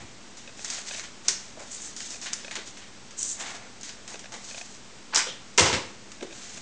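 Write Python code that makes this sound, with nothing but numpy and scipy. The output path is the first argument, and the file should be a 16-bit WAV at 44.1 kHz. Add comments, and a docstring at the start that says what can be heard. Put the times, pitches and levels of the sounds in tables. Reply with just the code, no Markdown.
"""A small workroom, one microphone: hands peel and smooth a sheet and lay it on a paper bag on a heat press.
From the start fibre slips make rustle, creases snap through, soft bumps boom and dry ticks creak close by;
along with some of the strokes a gliding edge hisses, and catches once. Next, glue slips rasp as tape is pulled
off its roll; torn on the blade, it rings the dispenser, which jolts on the desk. A little paper handling follows.
Throughout, ventilation gives coloured air noise and wavering hum; echoes and a tail place all else in the room."""
import sys
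import numpy as np
from scipy import signal
from scipy.fft import rfft, irfft
from scipy.io import wavfile
from scipy.ndimage import uniform_filter1d

SR = 44100
rng = np.random.default_rng(int(sys.argv[2]) if len(sys.argv) > 2 else 0)


def put_to_file(sound):
    """Save the sound as 16-bit audio at rate SR, in the file named by the first command-line argument."""
    columns = np.atleast_2d(sound).T  # one column per channel
    safe = np.clip(columns, -1, 1)
    whole_steps = np.round(safe * 32767)
    wavfile.write(sys.argv[1], SR, whole_steps.astype(np.int16))


N = 291501   # length in samples

# Levels in the tables are relative: the functions trim, vary and place them in the room.
# Strokes of the hands over the paper: start t/s, length/s, surface crackle level/dB,
# sheet flexing level/dB, palm brushing level/dB
STROKES = [(0, 0.015, -52, -48, -44.5), (0.564, .07, -46.5, -57, -68), (0.64, 0.049, -39, -42, -52),
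           (.70, 0.091, -37, -40, -47), (0.843, 0.15, -38.5, -43, -52), (1.033, 0.021, -47.5, -43.5, -54),
           (1.24, .06, -46.5, -48, -53), (1.335, 0.15, -50.5, -56, -60), (1.585, 0.042, -45.5, -57, -43),
           (1.618, 0.3, -45, -53.5, -59), (1.952, 0.19, -39, -52, -56), (2.215, .04, -39.5, -47, -46),
           (2.257, 0.019, -43.5, -36, -47), (2.287, 0.14, -50, -48.5, -59), (2.42, 0.12, -49.5, -56, -56),
           (2.554, 0.032, -44.5, -37.5, -43), (2.655, 0.024, -42.5, -52, -62),
           (2.76, 0.082, -59, -49.5, -58), (3.154, .17, -41, -54.5, -74),
           (3.342, 0.22, -47.5, -48.5, -43.5), (3.373, 0.13, -44, -40.5, -41), (3.54, .13, -65, -57, -47.5),
           (3.825, 0.065, -43.5, -45.5, -60), (4.076, 0.063, -44.5, -55, -46),
           (4.318, 0.037, -44.5, -48, -40.5), (4.393, 0.21, -42.5, -54, -56), (4.62, 0.13, -50, -66, -70),
           (6.295, 0.28, -44.5, -51, -56)]
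# Steady floor under the strokes: crackle level/dB, flexing level/dB, brushing level/dB
HELD_LEVELS = (-60.5, -64.5, -68.5)
STROKE_ATTACK_SHARE, STROKE_RELEASE_S = 0.27, 0.03   # share of the length; s
# Creases snapping through: t/s, level/dB, dying time/s, share of the sheet's body/dB
SNAPS = [(.371, -44.5, 0.026, -5), (0.6467, -24, .0022, -7), (.7012, -26.5, 0.0085, -10),
         (.996, -32, 0.0021, 2.5), (1.279, -36, 0.0054, -12), (1.2831, -12.5, 0.0047, -8.5),
         (1.9643, -34, 0.013, -13), (2.004, -32.5, 0.0043, -0.5), (2.106, -29.5, .002, -15),
         (2.215, -34, 0.0045, -11), (2.3298, -32.5, 0.0026, 0), (2.3332, -14, .0007, -9),
         (2.511, -40.5, 0.017, 5), (2.555, -28, 0.0026, 0.5), (2.772, -44.5, 0.0093, 0),
         (3.108, -44, 0.0065, -3), (3.811, -39, .005, -17), (3.8318, -34, 0.0043, -9),
         (3.892, -35.5, .005, -4), (4.078, -35.5, 0.0059, -4.5), (4.193, -38, .006, -2.5),
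         (4.3213, -41, 0.0063, -2), (4.340, -38, .005, 1), (6.118, -39, 0.0045, -3),
         (6.226, -43, 0.0096, 3)]
SETTLE_DELAY_S, SETTLE_DB, SETTLE_SLOWER = .003, -12, 4.9   # s; dB; times the dying time
# A sheet gliding edge-on over a smooth surface: start t/s, length/s, hiss level/dB
GLIDES = [(1.705, .06, -38), (1.80, 0.078, -40), (2.775, 0.025, -53), (3.168, 0.16, -32.5),
          (3.39, 0.034, -37)]
GLIDE_ATTACK_SHARE, GLIDE_RELEASE_S = 0.15, 0.0089   # share of the length; s
# The gliding edge catches once: t/s, level/dB, half length/s
GLIDE_CATCH = (3.230, -18.5, .0016)
# Tugs that draw tape off the roll: start t/s, length/s, rasp level/dB, unsteadiness of the slips/0-1
TUGS = [(5.123, .074, -28.5, .5), (5.259, .05, -40, .11)]
TUG_ATTACK_SHARE, TUG_RELEASE_S = 0.27, 0.021   # share of the length; s
SLIP_START_HZ, SLIP_CLIMB_HZ_PER_S, SLIP_TOP_HZ = 898, 19000, 3310   # slip rate before unsteadiness
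# Crackle of the glue: start t/s, length/s, level/dB
GLUE_CRACKLE = (5.146, 0.05, -27)
GLUE_ATTACK_SHARE, GLUE_RELEASE_S = .1, .008   # share of the length; s
# Tape cracking free and parting on the teeth: t/s, level/dB, dying time/s, share of the dispenser's body/dB
RIPS = [(5.1465, -19.5, 0.0096, -16), (5.1595, -11, 0.0031, -23.5), (5.181, -20, 0.0045, -18),
        (5.5772, -17.5, 0.012, -11.5), (5.5825, -19.5, 0.0041, 5.5), (5.5895, -20, 0.0081, 0),
        (5.5948, -10, 0.0026, -1.5), (5.5992, -15.5, 0.0015, 0), (5.607, -13, 0.0023, -12)]
# Dispenser landing and rocking on the desk: t/s, level/dB, dying time/s, thud of the desk/dB
JOLTS = [(5.580, -21, 0.031, -21), (5.604, -30, 0.033, 4.5), (5.626, -29, 0.09, -5),
         (5.658, -26.5, 0.052, -8.5), (5.729, -27, 0.027, 0.5), (5.741, -28.5, 0.03, -0.5)]
# Resonances of the dispenser's shell: f/Hz, width/Hz, level/dB
DISPENSER_MODES = [(400, 38, -5), (528, 36, 1.5), (970, 100, -4.5), (1077, 36, -3.5), (2160, 140, -8.5),
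                   (3370, 360, -28)]
# Runs of dry creaking ticks: start t/s, number of ticks, gap/s, first level/dB, change per tick/dB
CREAKS = [(0.4752, 2, .016, -35.5, -7), (0.5913, 1, 0, -36, 0), (.7836, 1, 0, -35, 0),
          (.9098, 3, 0.036, -30, -2.5), (2.1415, 2, 0.017, -36.5, -4), (2.446, 3, .0333, -32, -.8),
          (4.142, 2, 0.013, -33.5, -3), (4.2414, 2, .0155, -37, 0), (4.5104, 4, .0338, -34.5, 1.2),
          (6.208, 1, 0, -34.5, 0), (6.3086, 2, .0168, -41, 4), (6.574, 1, 0, -36.5, 0)]
# Fixed resonances of the ticking body: f/Hz, width/Hz, level/dB
TICK_MODES = [(1590, 170, -4.5), (2520, 140, -1), (3690, 350, -5.5), (5900, 710, -7)]
TICK_LOW_HZ, TICK_CLIMB_HZ = 587, 50   # lowest resonance of a run's first tick, and its climb per tick
# Dull bumps on the bag and the desk: t/s, level/dB, dying time/s, pitch f/Hz
BUMPS = [(.01, -45.5, 0.042, 87.5), (.02, -47.5, 0.043, 271), (1.284, -44.5, 0.034, 360),
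         (1.573, -37.5, 0.0074, 500), (1.606, -45, 0.027, 480), (2.567, -38.5, 0.011, 354),
         (4.143, -40.5, 0.0056, 390), (4.34, -43.5, 0.017, 433), (5.266, -38.5, 0.027, 466),
         (5.302, -47, 0.027, 166), (6.214, -34.5, 0.023, 317), (6.228, -33.5, 0.018, 337),
         (6.539, -48, 0.023, 133)]
# Colour of the paper surface's crackle: f/Hz, level/dB per Hz
CRACKLE_COLOUR = [(60, -61), (300, -47), (2000, -15), (4000, -2), (5200, 0), (6600, 5), (7800, 0),
                  (8800, -9), (9600, -22.5), (10300, -41)]
# Colour of the flexing sheet: f/Hz, level/dB per Hz
FLEX_COLOUR = [(60, -53.5), (200, -28), (600, -11.5), (1200, -6), (1800, 1), (2600, -1.5), (3700, -1),
               (5500, -10), (9000, -51.5)]
# Colour of the brushing palm: f/Hz, level/dB per Hz
BRUSH_COLOUR = [(60, -42), (250, -2), (450, -5), (700, 5.5), (1300, -2), (2200, 1.5), (6000, -55)]
# Colour of sharp releases in paper, tape and glue: f/Hz, level/dB per Hz
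SNAP_COLOUR = [(60, -34), (250, -16.5), (1500, -39), (3000, -13.5), (4300, -7.5), (5200, -1.5), (6600, 0.5),
               (7800, -6), (8800, -13.5), (9600, -25), (10300, -51)]
# Colour of the gliding edge: f/Hz, level/dB per Hz
GLIDE_COLOUR = [(1000, -40), (3500, -20.5), (5000, -14.5), (6100, 1.5), (7200, 3.5), (8300, -3.5),
                (9200, -16), (10300, -38)]
# Colour of the tape's rasp: f/Hz, level/dB per Hz
RASP_COLOUR = [(100, -12.0), (400, -2), (1000, 12.0), (3600, -2.5), (5000, -1.0), (9000, -33)]
# Colour of the dispenser's body: f/Hz, level/dB per Hz
DISPENSER_COLOUR = [(60, -14), (170, -8), (300, -3.5), (450, -0.5), (700, 0.5), (1000, 1), (1700, 0),
                    (2400, 0), (4000, -1), (6800, -3.5), (8200, -9), (10000, -35)]
# Colour of the desk's thud: f/Hz, level/dB per Hz
DESK_COLOUR = [(25, -35), (45, -25), (62, -4), (100, 3), (150, -1.5), (220, -4.5), (400, -4.5), (1500, -66)]
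# Near echoes from desk, press and wall: delay t/s, level/dB
ECHOES = [(.0021, -34), (.0056, -25), (0.0123, -26)]
# Time for the room's tail to fall 60 dB: f/Hz, T60/s
ROOM_T60 = [(60, 0.88), (300, 0.52), (1000, 0.51), (4000, 0.4), (9000, 0.34)]
# Colour of the ventilation's air noise: f/Hz, level/dB per Hz
AIR_COLOUR = [(22, -16.5), (45, -7.5), (60, -10), (78, -15), (118, -5.5), (160, -11), (215, -6.5),
              (320, -7), (550, -11.5), (1600, -14.5), (4200, -16.5), (6300, -16), (8100, -20),
              (9100, -33.5), (10200, -57)]
AIR_DB = -49   # dB rms
# Fan and mains hum: f/Hz, middle level/dB rms
HUM = [(100, -70.5), (199.5, -61.5), (241, -64.5)]
CEILING, ZERO_OFFSET, CUTOFF_HZ = .85, -.0037, 10000   # soft peak limit; resting value; top edge in Hz


def from_db(db):
    """Decibels to gain."""
    return 10 ** (np.asarray(db) / 20)


def rms_one(x):
    """Scale to rms 1."""
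    return x / np.sqrt(np.mean(x ** 2) + 1e-20)


def at_hz(points, hz):
    """Read a table on a log-frequency axis."""
    f, value = np.transpose(points)
    return np.interp(np.log(np.maximum(hz, 1)), np.log(f), value)


def add(out, s, sound):
    """Mix a sound in at time s."""
    start = max(int(s * SR), 0)
    out[start:start + len(sound)] += sound[:N - start]


def colour(x, spectrum, size=4096):
    """Causal (minimum-phase) filter that keeps the power of white noise."""
    gain = from_db(at_hz(spectrum, np.arange(size // 2 + 1) * SR / size))
    cepstrum = irfft(np.log(gain))
    # doubling the causal half of the cepstrum gives minimum phase
    response = irfft(np.exp(rfft(2 * cepstrum[:size // 2], size)))
    return signal.fftconvolve(x, response / np.linalg.norm(response))[:len(x)]


def resonate(x, hz, width_hz):
    """One resonance that keeps the power of white noise."""
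    r = np.exp(-np.pi * width_hz / SR)
    zeros = np.sqrt((1 - r * r) / 2) * np.array([1, 0, -1])
    poles = [1, -2 * r * np.cos(2 * np.pi * hz / SR), r * r]
    return signal.lfilter(zeros, poles, x + 1e-18)


def body(x, modes):
    """Resonances of a struck body in parallel, signs alternating."""
    return sum((-1) ** k * from_db(db) * resonate(x, hz, width)
               for k, (hz, width, db) in enumerate(modes))


def drift(rate):
    """Random wander: straight lines between normal draws of spread 1, rate draws per second."""
    knots = rng.standard_normal(N // 20)
    return np.interp(np.arange(N) * rate / SR, np.arange(len(knots)), knots)


def grains(per_s, spread_db):
    """Tiny slips of fibres: random clicks of uneven size, rms 1."""
    sizes = from_db(spread_db * np.minimum(rng.exponential(1, N), 4.5)) * rng.choice([-1, 1], N)
    return rms_one(sizes * (rng.random(N) < per_s / SR))


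def burst(dying_s, lead=2.6, spread_db=1.5, size=12000):
    """One sharp slip sets off an avalanche of smaller ones, which starts near rms 1 and dies away."""
    fade = np.exp(-np.arange(size) / SR / max(dying_s, 1e-4))
    sizes = from_db(spread_db * np.minimum(rng.exponential(1, size), 4)) * rng.choice([-1, 1], size)
    slips = sizes * (rng.random(size) < .25) * fade
    slips[0] = lead
    return slips * np.linalg.norm(fade) / np.linalg.norm(slips)


def swells(rows, attack_share, release_s):
    """Gain of movements (start t/s, length/s, level/dB): each gathers speed, holds and dies away."""
    t, power = np.arange(N) / SR, 0
    for s, length_s, db in rows:
        attack = np.clip((t - s) / max(attack_share * length_s, 1e-4), 0, 1)
        release = np.exp(-np.clip((t - s - length_s) / release_s, 0, 20))
        power = power + (from_db(db) * attack * release) ** 2
    return np.sqrt(power)


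def cracks(table, edge_spectrum, body_spectrum, lead=2.8):
    """Each release of tension sounds at the edge and shakes the body behind it."""
    edge, shaken = np.zeros(N), np.zeros(N)
    for s, db, dying_s, body_db in table:
        add(edge, s, from_db(db) * burst(dying_s, lead))
        add(shaken, s, from_db(db + body_db) * burst(dying_s, lead))
    return colour(edge, edge_spectrum), colour(shaken, body_spectrum)


def rustle():
    """Sliding paper crackles, flexes and is brushed; the stiff surface catches and slips, the palm does not."""
    gains = []
    for k, held_db in enumerate(HELD_LEVELS):
        rows = [(s, length_s, levels[k]) for s, length_s, *levels in STROKES]
        gains.append(np.hypot(from_db(held_db), swells(rows, STROKE_ATTACK_SHARE, STROKE_RELEASE_S)))
    crackling, flexing, brushing = gains
    catching = drift(rate=76)   # shared by the surface and the sheet
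    crackle_grains = colour(grains(per_s=3300, spread_db=2.0), CRACKLE_COLOUR)
    flex_grains = colour(grains(per_s=3500, spread_db=3.5), FLEX_COLOUR)
    brush_grains = colour(grains(per_s=7000, spread_db=1.5), BRUSH_COLOUR)
    crackle = crackling * from_db(-1.5 + 2.0 * catching) * crackle_grains
    flex = flexing * from_db(-2.5 + 2.3 * catching) * flex_grains
    brush = brushing * from_db(-5.0) * brush_grains
    return crackle + flex + brush


def snaps():
    """A crease snaps through, then the sheet settles with a softer, longer crackle without a leading click."""
    settling = [(s + SETTLE_DELAY_S, db + SETTLE_DB, dying_s * SETTLE_SLOWER, body_db)
                for s, db, dying_s, body_db in SNAPS]
    snapping = sum(cracks(SNAPS, SNAP_COLOUR, FLEX_COLOUR, lead=3.7))
    return snapping + sum(cracks(settling, SNAP_COLOUR, FLEX_COLOUR, lead=0))


def glide():
    """A paper edge stutters finely as it glides: a thin, high hiss, with a brief chirp where it catches."""
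    gliding = swells(GLIDES, GLIDE_ATTACK_SHARE, GLIDE_RELEASE_S)
    stutter = from_db(-1.5 + 2.6 * drift(rate=250))
    hiss = gliding * stutter * colour(grains(per_s=8000, spread_db=3.5), GLIDE_COLOUR)
    s, db, half_s = GLIDE_CATCH
    catching = from_db(db) * np.exp(-((np.arange(N) / SR - s) / half_s) ** 2)
    return hiss + colour(catching * rng.choice([-1, 1], N), GLIDE_COLOUR)


def tape_pull():
    """The glue lets go in uneven slips, whose rate climbs to a top as the tape speeds up."""
    t = np.arange(N) / SR
    starts, lengths, _, roughness = np.transpose(TUGS)
    climb_hz = SLIP_CLIMB_HZ_PER_S * np.maximum(t - starts[0], 0)
    slip_hz = np.minimum(SLIP_START_HZ + climb_hz, SLIP_TOP_HZ)
    unsteady = np.interp(t, starts + lengths / 2, roughness)
    turns = np.cumsum(slip_hz * np.exp(unsteady * drift(rate=1500))) / SR
    slips = np.diff(np.floor(turns), prepend=0)   # one click per whole turn
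    rasp = colour(slips - uniform_filter1d(slips, size=200), RASP_COLOUR)
    # even out the level, then let it flutter at random
    rasp = rasp / np.sqrt(uniform_filter1d(rasp ** 2, size=400) + 1e-12)
    rasp = rasp * from_db(4.15 * drift(rate=990))
    pulling = swells([tug[:3] for tug in TUGS], TUG_ATTACK_SHARE, TUG_RELEASE_S)
    crackling = swells([GLUE_CRACKLE], GLUE_ATTACK_SHARE, GLUE_RELEASE_S)
    glue = crackling * colour(grains(per_s=4400, spread_db=6.5), SNAP_COLOUR)
    return from_db(-1.5) * pulling * rasp + glue


def ringing(shell):
    """The dispenser's hollow shell adds its own notes to every blow."""
    return from_db(3.0) * shell + from_db(-13.0) * body(shell, DISPENSER_MODES)


def tape_tear():
    """The tape cracks free, then parts tooth by tooth, and tugs at the dispenser."""
    rip, tug = cracks(RIPS, SNAP_COLOUR, DISPENSER_COLOUR)
    return rip + ringing(tug)


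def dispenser_jolts():
    """The dispenser rattles as it rocks, and the desk thuds under it."""
    rattle, thud = cracks(JOLTS, DISPENSER_COLOUR, DESK_COLOUR)
    return ringing(rattle) + thud


def ticks(swell_s=0.00139, size=2000):
    """Creaks are runs of millisecond slips that ring a small hollow body, higher as the strain grows."""
    out, age = np.zeros(N), np.arange(size) / SR / swell_s
    for s, count, gap_s, db, change_db in CREAKS:
        for k in range(round(count)):
            slip = rng.choice([-1, 1], size) * age ** 2 * np.exp(-age)
            low_hz = TICK_LOW_HZ + k * TICK_CLIMB_HZ
            low = resonate(resonate(slip, low_hz, 220), low_hz, 220)
            sound = rms_one(body(slip, TICK_MODES)) + from_db(-5.5) * rms_one(low)
            add(out, s + k * gap_s - swell_s, from_db(db - 14.0 + k * change_db) * rms_one(sound))
    return out


def bumps(relative_width=0.67):
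    """Soft contacts give a short dull boom: a burst through two equal broad resonances."""
    out = np.zeros(N)
    for s, db, dying_s, hz in BUMPS:
        push = burst(dying_s)
        width_hz = hz * relative_width
        boom = resonate(resonate(push, hz, width_hz), hz, width_hz)
        add(out, s, from_db(db) * np.std(push) * rms_one(boom))
    return out


def room(x, wet_db, gap_s=0.0029, size=36000):
    """Direct sound, a few near echoes and a diffuse tail whose treble dies first; each call draws its own tail."""
    t, white = np.arange(size) / SR, rfft(rng.standard_normal(size))
    centres, hz = np.geomspace(60, 9000, num=7), np.arange(size // 2 + 1) * SR / size
    tail = 0
    for centre, weights in zip(centres, np.eye(len(centres))):
        band = irfft(white * at_hz(np.c_[centres, weights], hz))
        tail = tail + band * 1000 ** (-t / at_hz(ROOM_T60, centre))
    response = from_db(wet_db) * tail / np.linalg.norm(tail) * (t > gap_s)
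    for delay_s, db in ECHOES:
        response[int(delay_s * SR)] += from_db(db)
    # small sources send little deep bass into the room
    radiated = signal.sosfilt(signal.butter(2, 190, "high", fs=SR, output="sos"), x)
    return x + signal.fftconvolve(radiated, response)[:N]


def ventilation():
    """Even air noise with a faint hum, whose level and phase waver."""
    t, hum = np.arange(N) / SR, 0
    for hz, db in HUM:
        gain = from_db(db + 0.51 * drift(rate=4.3)) * np.sqrt(2)   # rms to peak
        hum = hum + gain * np.sin(2 * np.pi * hz * t + 0.96 * drift(rate=2.07))
    return from_db(AIR_DB) * colour(rng.standard_normal(N), AIR_COLOUR) + hum


def scene():
    """Everything reaches one microphone; the tape stirs the room most, the close ticks least."""
    paper = room(rustle() + glide(), wet_db=-6.5) + room(from_db(0.63) * snaps(), wet_db=-5.5)
    tape = room(tape_pull(), wet_db=-4.0) + room(tape_tear(), wet_db=-2.0)
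    dispenser = room(dispenser_jolts(), wet_db=-8.0)
    contacts = room(bumps(), wet_db=-7.0) + room(ticks(), wet_db=-15.5)
    mono = paper + tape + dispenser + contacts + ventilation()
    return np.array([mono, mono])


def record(dry):
    """The highest peaks are rounded, the converter rests slightly off zero, and the top is cut."""
    rounded = CEILING * np.tanh(dry / CEILING) + ZERO_OFFSET
    return signal.sosfilt(signal.ellip(10, .1, 80, CUTOFF_HZ, fs=SR, output="sos"), rounded)


dry = scene()
out = record(dry)
put_to_file(out)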